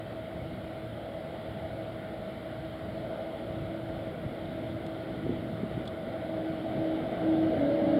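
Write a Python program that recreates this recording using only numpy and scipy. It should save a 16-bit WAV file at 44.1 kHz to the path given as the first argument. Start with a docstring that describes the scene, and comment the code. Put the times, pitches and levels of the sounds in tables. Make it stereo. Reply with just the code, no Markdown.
"""A runway, heard from far behind a twin-engine airliner that lines up and begins to spool up.
Each engine drones on a fundamental and its octave, the two slightly apart in pitch, over filtered-noise
exhaust roar; a lower howl breaks out late, and a faint turbine whine climbs as the roar swells.
Close to, gusts and single eddies buffet mostly the left microphone port, something ticks lightly,
and a faint steady hiss lies under it all."""
import sys
import numpy as np
from scipy import signal
from scipy.fft import rfft, irfft, next_fast_len
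from scipy.io import wavfile
from scipy.ndimage import uniform_filter1d, map_coordinates

SR = 44100
rng = np.random.default_rng(int(sys.argv[2]) if len(sys.argv) > 2 else 0)


def log_audio(samples):
    """Write samples as a 16-bit WAV file to the path given in sys.argv[1]."""
    # one column per channel
    frames = np.atleast_2d(samples).T
    # limit to full scale, then quantise
    limited = np.clip(frames, -1, 1)
    pcm = np.round(limited * 32767).astype(np.int16)
    wavfile.write(sys.argv[1], SR, pcm)


N = 352359

# Noise colours, far sources and hiss: [f/Hz, relative level/dB]
HISS_COLOUR = [(3000, -2.8), (6200, -2.5), (7200, 3.2), (8400, 3.4), (9400, 4.6), (10400, 4.6), (11200, 1),
               (13200, 3.9), (14200, -0.3), (15700, -2)]
DEEP_COLOUR = [(15, -36.5), (28, -19), (42, -9), (60, -1), (85, 1), (115, 2), (160, -0.5), (250, -10),
               (600, -45), (1800, -90)]
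RUMBLE_COLOUR = [(30, -40), (80, -18.5), (130, -5), (170, 0), (220, 1.5), (290, -1.4), (380, -4.7),
                 (480, -9.2), (700, -29.5), (1200, -73.5)]
ROAR_COLOUR = [(250, -36), (400, -11.5), (490, -4.5), (590, -0.5), (660, 0.5), (720, -5.2), (810, -8.5),
               (900, -18.2), (1050, -34.5), (1800, -67.5)]
FAN_COLOUR = [(600, -23.5), (900, -2.5), (1030, -3), (1380, 1), (1510, 0), (1700, -5.5), (2000, -0.5),
              (2240, -3.2), (2400, -9.5), (2750, -10.5), (3050, -5.5), (3500, -7), (4400, -15.3),
              (5200, -21.5), (6200, -41)]
# Noise colours, close to the microphone: [f/Hz, relative level/dB]
BREEZE_COLOUR = [(15, -27.5), (35, -11.5), (70, -0.5), (120, 3.5), (170, 4.5), (260, -4.5), (400, -7),
                 (650, -21), (1200, -58)]
GUST_COLOUR = [(15, -30.5), (50, -11), (110, -10.5), (240, 1.5), (340, -2), (500, -14.5), (720, -19.5),
               (1000, -27), (2000, -68)]
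TICK_COLOUR = [(1500, -35), (2800, -11), (3400, 7), (4000, -4), (4600, -3), (5300, -18), (6200, -22),
               (7800, -13.5), (10000, -25), (15000, -33)]

# Likeness of the two ports; below 0 they move in opposite senses: [f/Hz, correlation]
PORT_LIKENESS = [(50, 0.97), (300, 0.95), (650, 0.98), (1050, 0.81), (1500, 0.9), (2100, 0.96),
                 (2500, 0.86), (3100, 0.97), (3600, 0.88), (4300, 0.43), (4900, -0.22), (6500, -0.9),
                 (7300, -0.19), (8200, -0.42), (9300, .5), (11500, .3), (13000, .2), (15000, .2)]
# Level difference between the ports: [f/Hz, left minus right level/dB]
PORT_LEAN = [(100, -0.5), (320, -0.4), (560, -2.4), (800, -1.4), (1300, -2.4), (2500, 0), (4500, 3),
             (8000, -1), (13000, 0)]
# Phase difference between the ports: [f/Hz, lead of the left/rad]
PORT_SKEW = [(60, 0), (350, -0.19), (900, -0.06), (1300, .18), (2100, 0.087), (3000, 0), (3800, -0.075),
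             (4300, 0.88), (5000, -0.11)]

# Light ticks near the microphone: [t/s, nominal peak level/dB, ring against scrape level/dB]
TICKS = [(4.8636, -33, -12), (5.8546, -38, -4), (5.8754, -29.5, 2.5)]
# Gusts at the microphone: [start t/s, hold t/s, buffet level before the port gains/dB]
GUSTS = [(0.12, 0.45, -48), (0.35, 0.2, -38.5), (0.84, 0.8, -49), (1.53, 0.08, -44), (1.7, 0.17, -44),
         (2.06, 0.06, -45), (2.22, 0.2, -49), (3.46, 0.2, -43), (3.8, 0.15, -46), (3.98, 0.27, -41),
         (4.45, 0.42, -40), (5.1, 0.7, -38.5), (5.271, 0.07, -34.5), (5.44, 0.16, -43), (5.86, 0.2, -47),
         (6.49, 0.04, -43), (6.68, 0.1, -45), (6.78, 0.04, -37), (6.96, 0.24, -38.5), (7.301, 0.3, -36.5),
         (7.66, 0.33, -50)]
# Single eddies that thump the ports: [t/s, peak level on the left/dB, width t/s]
EDDIES = [(1.57, -28, .002), (3.509, -26.5, .0019), (3.625, -25, .0019), (3.654, -28.5, .0018),
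          (3.838, -29, .0018), (3.968, -28.5, .0018), (4.266, -22.5, .0021), (4.753, -28, .0015),
          (4.87, -27, .0014), (5.212, -24, .0009), (5.259, -19, .0009), (5.267, -16.5, .0007),
          (5.2953, -11.8, .00087), (5.3068, -16.5, .001), (5.324, -19, .00069), (5.33, -20, .0007),
          (5.581, -24, .0009), (5.635, -16, .00096), (5.64, -18.5, .0009), (5.662, -23, .001),
          (5.715, -21, .0007), (5.7725, -18, .0013), (5.779, -19.5, .001), (5.804, -22, .001),
          (6.503, -26, .0015), (6.783, -22, .0016), (6.796, -24.5, .0014), (6.823, -25.5, .0014)]

# Surges of the deep rumble: [peak t/s, half length t/s, peak level/dB]
SURGES = [(1.64, 0.1, -46), (2.9, 0.2, -52), (3.96, 0.05, -44), (4.11, 0.04, -44)]
# Reference level for the mid roar and the drones' octaves: [t/s, level/dB]
ROAR_LEVEL = [(0, -41.2), (0.3, -44.0), (0.8, -42.1), (1.8, -40.5), (2.25, -43.2), (3.15, -40.3),
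              (3.7, -42.8), (4.6, -41.2), (5.45, -43.2), (6.0, -40.8), (6.6, -39.2), (7.1, -35),
              (7.65, -32.6), (7.98, -32.9)]
# Level laws of the layers: [idle level/dB, gain by lining up/dB, gain by spooling up/dB]
RUMBLE_LAW = (-47.5, 5.5, 8.6)
FAN_LAW = (-52, 1.3, 3.6)
HUM_LAW = (-52.3, 1.3, 2.6)
WHINE_LAW = (-70.5, 6.5, 5.5)
# Engine drones by name: [idle f/Hz, sag with spool f/Hz, level law of the fundamental/dB,
# octave against the roar reference level/dB]
DRONES = {"first": (320.9, 3.4, (-52.3, -1.2, 10), -4.4), "second": (327.1, 3.5, (-54.5, 3, -2), -15)}
# Swells of a drone's partials: [drone, partial 1 or 2, peak t/s, half length t/s, peak level/dB]
SWELLS = [("first", 1, 0.7, 0.25, -54), ("second", 1, 1.9, 0.3, -53), ("second", 2, 1.78, 0.18, -46),
          ("first", 1, 2.66, 0.2, -47), ("first", 1, 3.0, 0.12, -48), ("second", 2, 3.1, 0.2, -44),
          ("howl", 2, 3.5, 0.55, -51), ("second", 1, 3.76, 0.36, -43.5), ("second", 1, 4.75, 0.5, -44.3),
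          ("second", 1, 5.28, 0.22, -44.5), ("second", 2, 6.25, 0.45, -44.5),
          ("first", 1, 6.44, 0.22, -36.3), ("first", 1, 6.73, 0.08, -37), ("second", 1, 6.85, 0.3, -47),
          ("first", 1, 6.9, 0.095, -31), ("first", 1, 7.305, 0.075, -26), ("first", 1, 7.44, 0.105, -27),
          ("howl", 1, 7.635, 0.075, -28.5), ("first", 1, 7.75, 0.1, -34), ("first", 1, 7.95, 0.15, -30.5),
          ("howl", 1, 7.865, 0.045, -31), ("howl", 1, 7.97, 0.07, -27.5)]

LINE_UP_S = 6.1  # over this time the tail swings slowly towards the listener
THROTTLE_S, SPOOL_S = 6.05, 1.9  # the throttles open; spool speed goes from 0 to 1 over SPOOL_S
WHINE_HZ, WHINE_RISE_HZ = 1461, 175  # pitch at idle, and its rise with spool speed
DRIFT_HZ, DRIFT_KNOTS_PER_S = 0.25, 1.5  # slow wander of each engine's pitch
HOWL_HZ, HOWL_BEND_HZ, HOWL_BEND_S = 282.3, 4.2, 0.2
HOWL_START_S, HOWL_ATTACK_S = 7.59, 0.05
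HOWL_OCTAVE_DB, HOWL_FADE_DB_PER_S = -30.5, 6
GUST_ATTACK_S, GUST_RELEASE_S, CALM_DB = 0.045, 0.03, -63
EDDY_RIGHT_DB, EDDY_WIDE_S = -9, 0.002  # right port against left, for an eddy of this width
TICK_RING_HZ, TICK_RISE_S = 3450, 0.002
TOP_HZ = 15720


def amp(db):
    """Decibels to gain."""
    return 10 ** (np.asarray(db) / 20)


def unit(x):
    """Scale to rms 1."""
    return x / np.sqrt(np.mean(x ** 2) + 1e-20)


def times():
    """The time of every sample, in seconds."""
    return np.arange(N) / SR


def ramp(start_s, length_s):
    """0 before start_s, then a straight climb to 1."""
    return np.clip((times() - start_s) / length_s, 0, 1)


def bell(peak_s, half_s):
    """A smooth swell that reaches 1 at peak_s."""
    return np.exp(-((times() - peak_s) / half_s) ** 2)


def along(points, hz):
    """(f/Hz, value) points read on a log frequency axis."""
    f, value = np.transpose(points)
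    return np.interp(np.log(hz + 1), np.log(f + 1), value)


def wobble(rate):
    """A smooth random curve with rate knots a second."""
    knots = rng.standard_normal(4096)
    coarse_samples = np.arange(0, N, 32)
    coarse = map_coordinates(knots, [coarse_samples * rate / SR], mode="wrap")
    return np.interp(np.arange(N), coarse_samples, coarse)


def filtered(x, response):
    """x with its spectrum multiplied by a response of frequency."""
    size = next_fast_len(N + SR // 4)
    hz = np.fft.rfftfreq(size, 1 / SR)
    return irfft(rfft(x, size) * response(hz), size)[..., :N]


def noise(colour):
    """Two unrelated coloured noises of rms 1."""
    white = rng.standard_normal((2, N))
    return unit(filtered(white, lambda hz: amp(along(colour, hz))))


def turbulence(colour, patchy_db, frames=14):
    """Stereo noise of rms 1; moving air lifts and sinks patches of its spectrum, each frames long."""
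    spectrum = signal.stft(noise(colour), nperseg=1024)[2]
    field = rng.standard_normal(spectrum.shape[1:])
    field = uniform_filter1d(field, size=7, axis=0)
    field = uniform_filter1d(field, size=frames, axis=1)
    pair = signal.istft(spectrum * amp(patchy_db * unit(field)), nperseg=1024)[1][:, :N]

    def mid_side_gains(hz):
        # this split gives the two ports their likeness as a correlation
        angle = np.arccos(np.clip(along(PORT_LIKENESS, hz), -1, 1)) / 2
        return np.array([np.cos(angle), np.sin(angle)])

    mid, side = filtered(pair, mid_side_gains)
    return unit(np.array([mid + side, mid - side]))


def hiss():
    """Faint steady hiss: high coloured noise with slight spectral patches."""
    return amp(-68.2) * turbulence(HISS_COLOUR, patchy_db=0.5)


def ticks():
    """Light taps close by: a noise scrape and a short sine ring swell and die within milliseconds."""
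    t = times()
    scrape, ring = np.zeros(N), np.zeros(N)
    for s, db, ring_db in TICKS:
        age = np.maximum(t - s, 0) / TICK_RISE_S
        # noise peaks stand well above its rms, so the envelope sits lower
        envelope = amp(db - 12.3) * age * np.exp(1 - age)
        scrape += envelope
        ring += amp(ring_db) * envelope
    return scrape * noise(TICK_COLOUR) + ring * np.sin(2 * np.pi * TICK_RING_HZ * t)


def gust_level():
    """The wind's dB over time: each gust rises, holds and dies away over a faint breeze."""
    power = amp(CALM_DB) ** 2
    for s, hold_s, db in GUSTS:
        rise = ramp(s - GUST_ATTACK_S, GUST_ATTACK_S)
        fade = np.exp(-np.maximum(times() - s - hold_s, 0) / GUST_RELEASE_S)
        power = power + (amp(db) * rise * fade) ** 2
    return 10 * np.log10(power)


def buffeting():
    """Wind noise, mostly on the left port; harder gusts move from the breeze's colour to the gust's."""
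    wind_db = gust_level()
    hard = np.clip((wind_db + 39.5) / 9, 0, 1)
    flow = np.sqrt(1 - hard) * noise(BREEZE_COLOUR) + np.sqrt(hard) * noise(GUST_COLOUR)
    port_gains = amp([[1.5], [-8]])  # left, right
    return amp(wind_db + 1.8 * wobble(45)) * flow * port_gains


def eddies():
    """Each passing eddy is one push of pressure between two suctions; wider ones reach the right more."""
    t = times()
    thumps = np.zeros((2, N))
    for s, db, width in EDDIES:
        u = (t - s) / width
        near = np.abs(u) < 6
        push = (1 - u[near] ** 2) * np.exp(-u[near] ** 2 / 2)
        right = amp(EDDY_RIGHT_DB) * (width / EDDY_WIDE_S) ** 2
        thumps[:, near] += np.array([[1], [right]]) * amp(db) * push
    return thumps


def wind():
    """Air at the microphone: broad buffeting plus the thumps of single eddies."""
    return buffeting() + eddies()


def spool():
    """Engine speed, climbing steadily from 0 at idle to 1."""
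    return ramp(THROTTLE_S, SPOOL_S)


def level(law):
    """A layer's dB over time: it shifts as the tail swings round and as the engines spool up."""
    idle_db, line_up_db, spool_db = law
    return idle_db + line_up_db * ramp(0, LINE_UP_S) + spool_db * spool()


def roar_level():
    """The roar reference dB at every sample."""
    return np.interp(times(), *np.transpose(ROAR_LEVEL))


def deep_rumble():
    """The lowest exhaust noise wanders in level, with brief surges added in power."""
    surges = sum(amp(db) * bell(s, half_s) for s, half_s, db in SURGES)
    gain = np.hypot(amp(-47.8 + 0.7 * wobble(3.04)), surges)
    return gain * turbulence(DEEP_COLOUR, patchy_db=2.0)


def jets():
    """Jet turbulence: a rumble that swells with thrust and a mid roar on its own level curve."""
    rumble = amp(level(RUMBLE_LAW)) * turbulence(RUMBLE_COLOUR, patchy_db=0.74)
    roar_db = roar_level() - 1.4 + 0.48 * wobble(7.3)
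    return rumble + amp(roar_db) * turbulence(ROAR_COLOUR, patchy_db=1.1)


def fans():
    """The fans' higher rush: noise with shorter patches that grows with spool speed."""
    fan_db = level(FAN_LAW) + 0.3 * wobble(7)
    return amp(fan_db) * turbulence(FAN_COLOUR, patchy_db=1.2, frames=8)


def tone(pitch_hz, scatter, flutter_rate):
    """A far tone of rms 1: a steady direct wave plus a part scattered by turbulent air."""
    carrier = np.exp(2j * np.pi * np.cumsum(pitch_hz) / SR)
    scattered = wobble(flutter_rate) + 1j * wobble(flutter_rate)
    return unit(np.real(carrier * (1 + scatter * scattered)))


def hum():
    """A low steady-pitched hum, its level strongly fluttered by scattering."""
    return amp(level(HUM_LAW)) * tone(np.full(N, 113.0), scatter=0.5, flutter_rate=6)


def whine():
    """A turbine whine climbs with spool speed beside a fainter one of fixed pitch."""
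    pitch_hz = WHINE_HZ + WHINE_RISE_HZ * spool()
    climbing = amp(level(WHINE_LAW)) * tone(pitch_hz, scatter=2.2, flutter_rate=80)
    steady = amp(-68.0) * tone(np.full(N, 1375.0), scatter=1.0, flutter_rate=30)
    return climbing + steady


def drone(pitch_hz, low, octave, scatter):
    """A fundamental and its octave, each with its own gain and scattering."""
    fundamental = low * tone(pitch_hz, scatter, flutter_rate=16)
    return fundamental + octave * tone(2 * pitch_hz, scatter, flutter_rate=22)


def swells(name, partial):
    """The bell-shaped swells of one partial of a drone, summed in power, as a gain."""
    power = sum((amp(db) * bell(s, half_s)) ** 2
                for which, k, s, half_s, db in SWELLS if (which, k) == (name, partial))
    return np.sqrt(power)


def howl():
    """A lower drone bends up late as its octave jumps in and fades; both partials also swell."""
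    pitch_hz = HOWL_HZ + HOWL_BEND_HZ * ramp(HOWL_START_S, HOWL_BEND_S)
    fade_db = HOWL_FADE_DB_PER_S * np.maximum(times() - HOWL_START_S, 0)
    outbreak = amp(HOWL_OCTAVE_DB - fade_db) * ramp(HOWL_START_S, HOWL_ATTACK_S)
    octave = outbreak + swells("howl", 2)
    return drone(pitch_hz, swells("howl", 1), octave, scatter=0.06)


def engine(name, scatter):
    """One engine's drone: its pitch drifts a little and sags ever faster as the engine spools up."""
    idle_hz, sag_hz, low_law, octave_db = DRONES[name]
    low = np.hypot(amp(level(low_law)), swells(name, 1))
    octave = np.hypot(amp(roar_level() + octave_db), swells(name, 2))
    pitch_hz = idle_hz + DRIFT_HZ * wobble(DRIFT_KNOTS_PER_S) - sag_hz * spool() ** 2
    return drone(pitch_hz, low, octave, scatter)


def aircraft():
    """Exhaust and fan noise under the tones; the two engines' drones beat against each other."""
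    air = deep_rumble() + jets() + fans()
    drones = engine("first", scatter=0.07) + engine("second", scatter=0.08)
    return air + hum() + whine() + howl() + drones


def scene():
    """The far aircraft and the hiss, slightly off centre, with ticks and wind at the microphone."""
    ports = np.array([[0.5], [-0.5]])  # half of each difference goes to either port

    def placement(hz):
        return amp(ports * along(PORT_LEAN, hz)) * np.exp(1j * ports * along(PORT_SKEW, hz))

    return filtered(hiss() + aircraft(), placement) + ticks() + wind()


def record(dry):
    """The recorder keeps nothing above its band limit."""
    return filtered(dry, lambda hz: hz < TOP_HZ)


dry = scene()
out = record(dry)
log_audio(out)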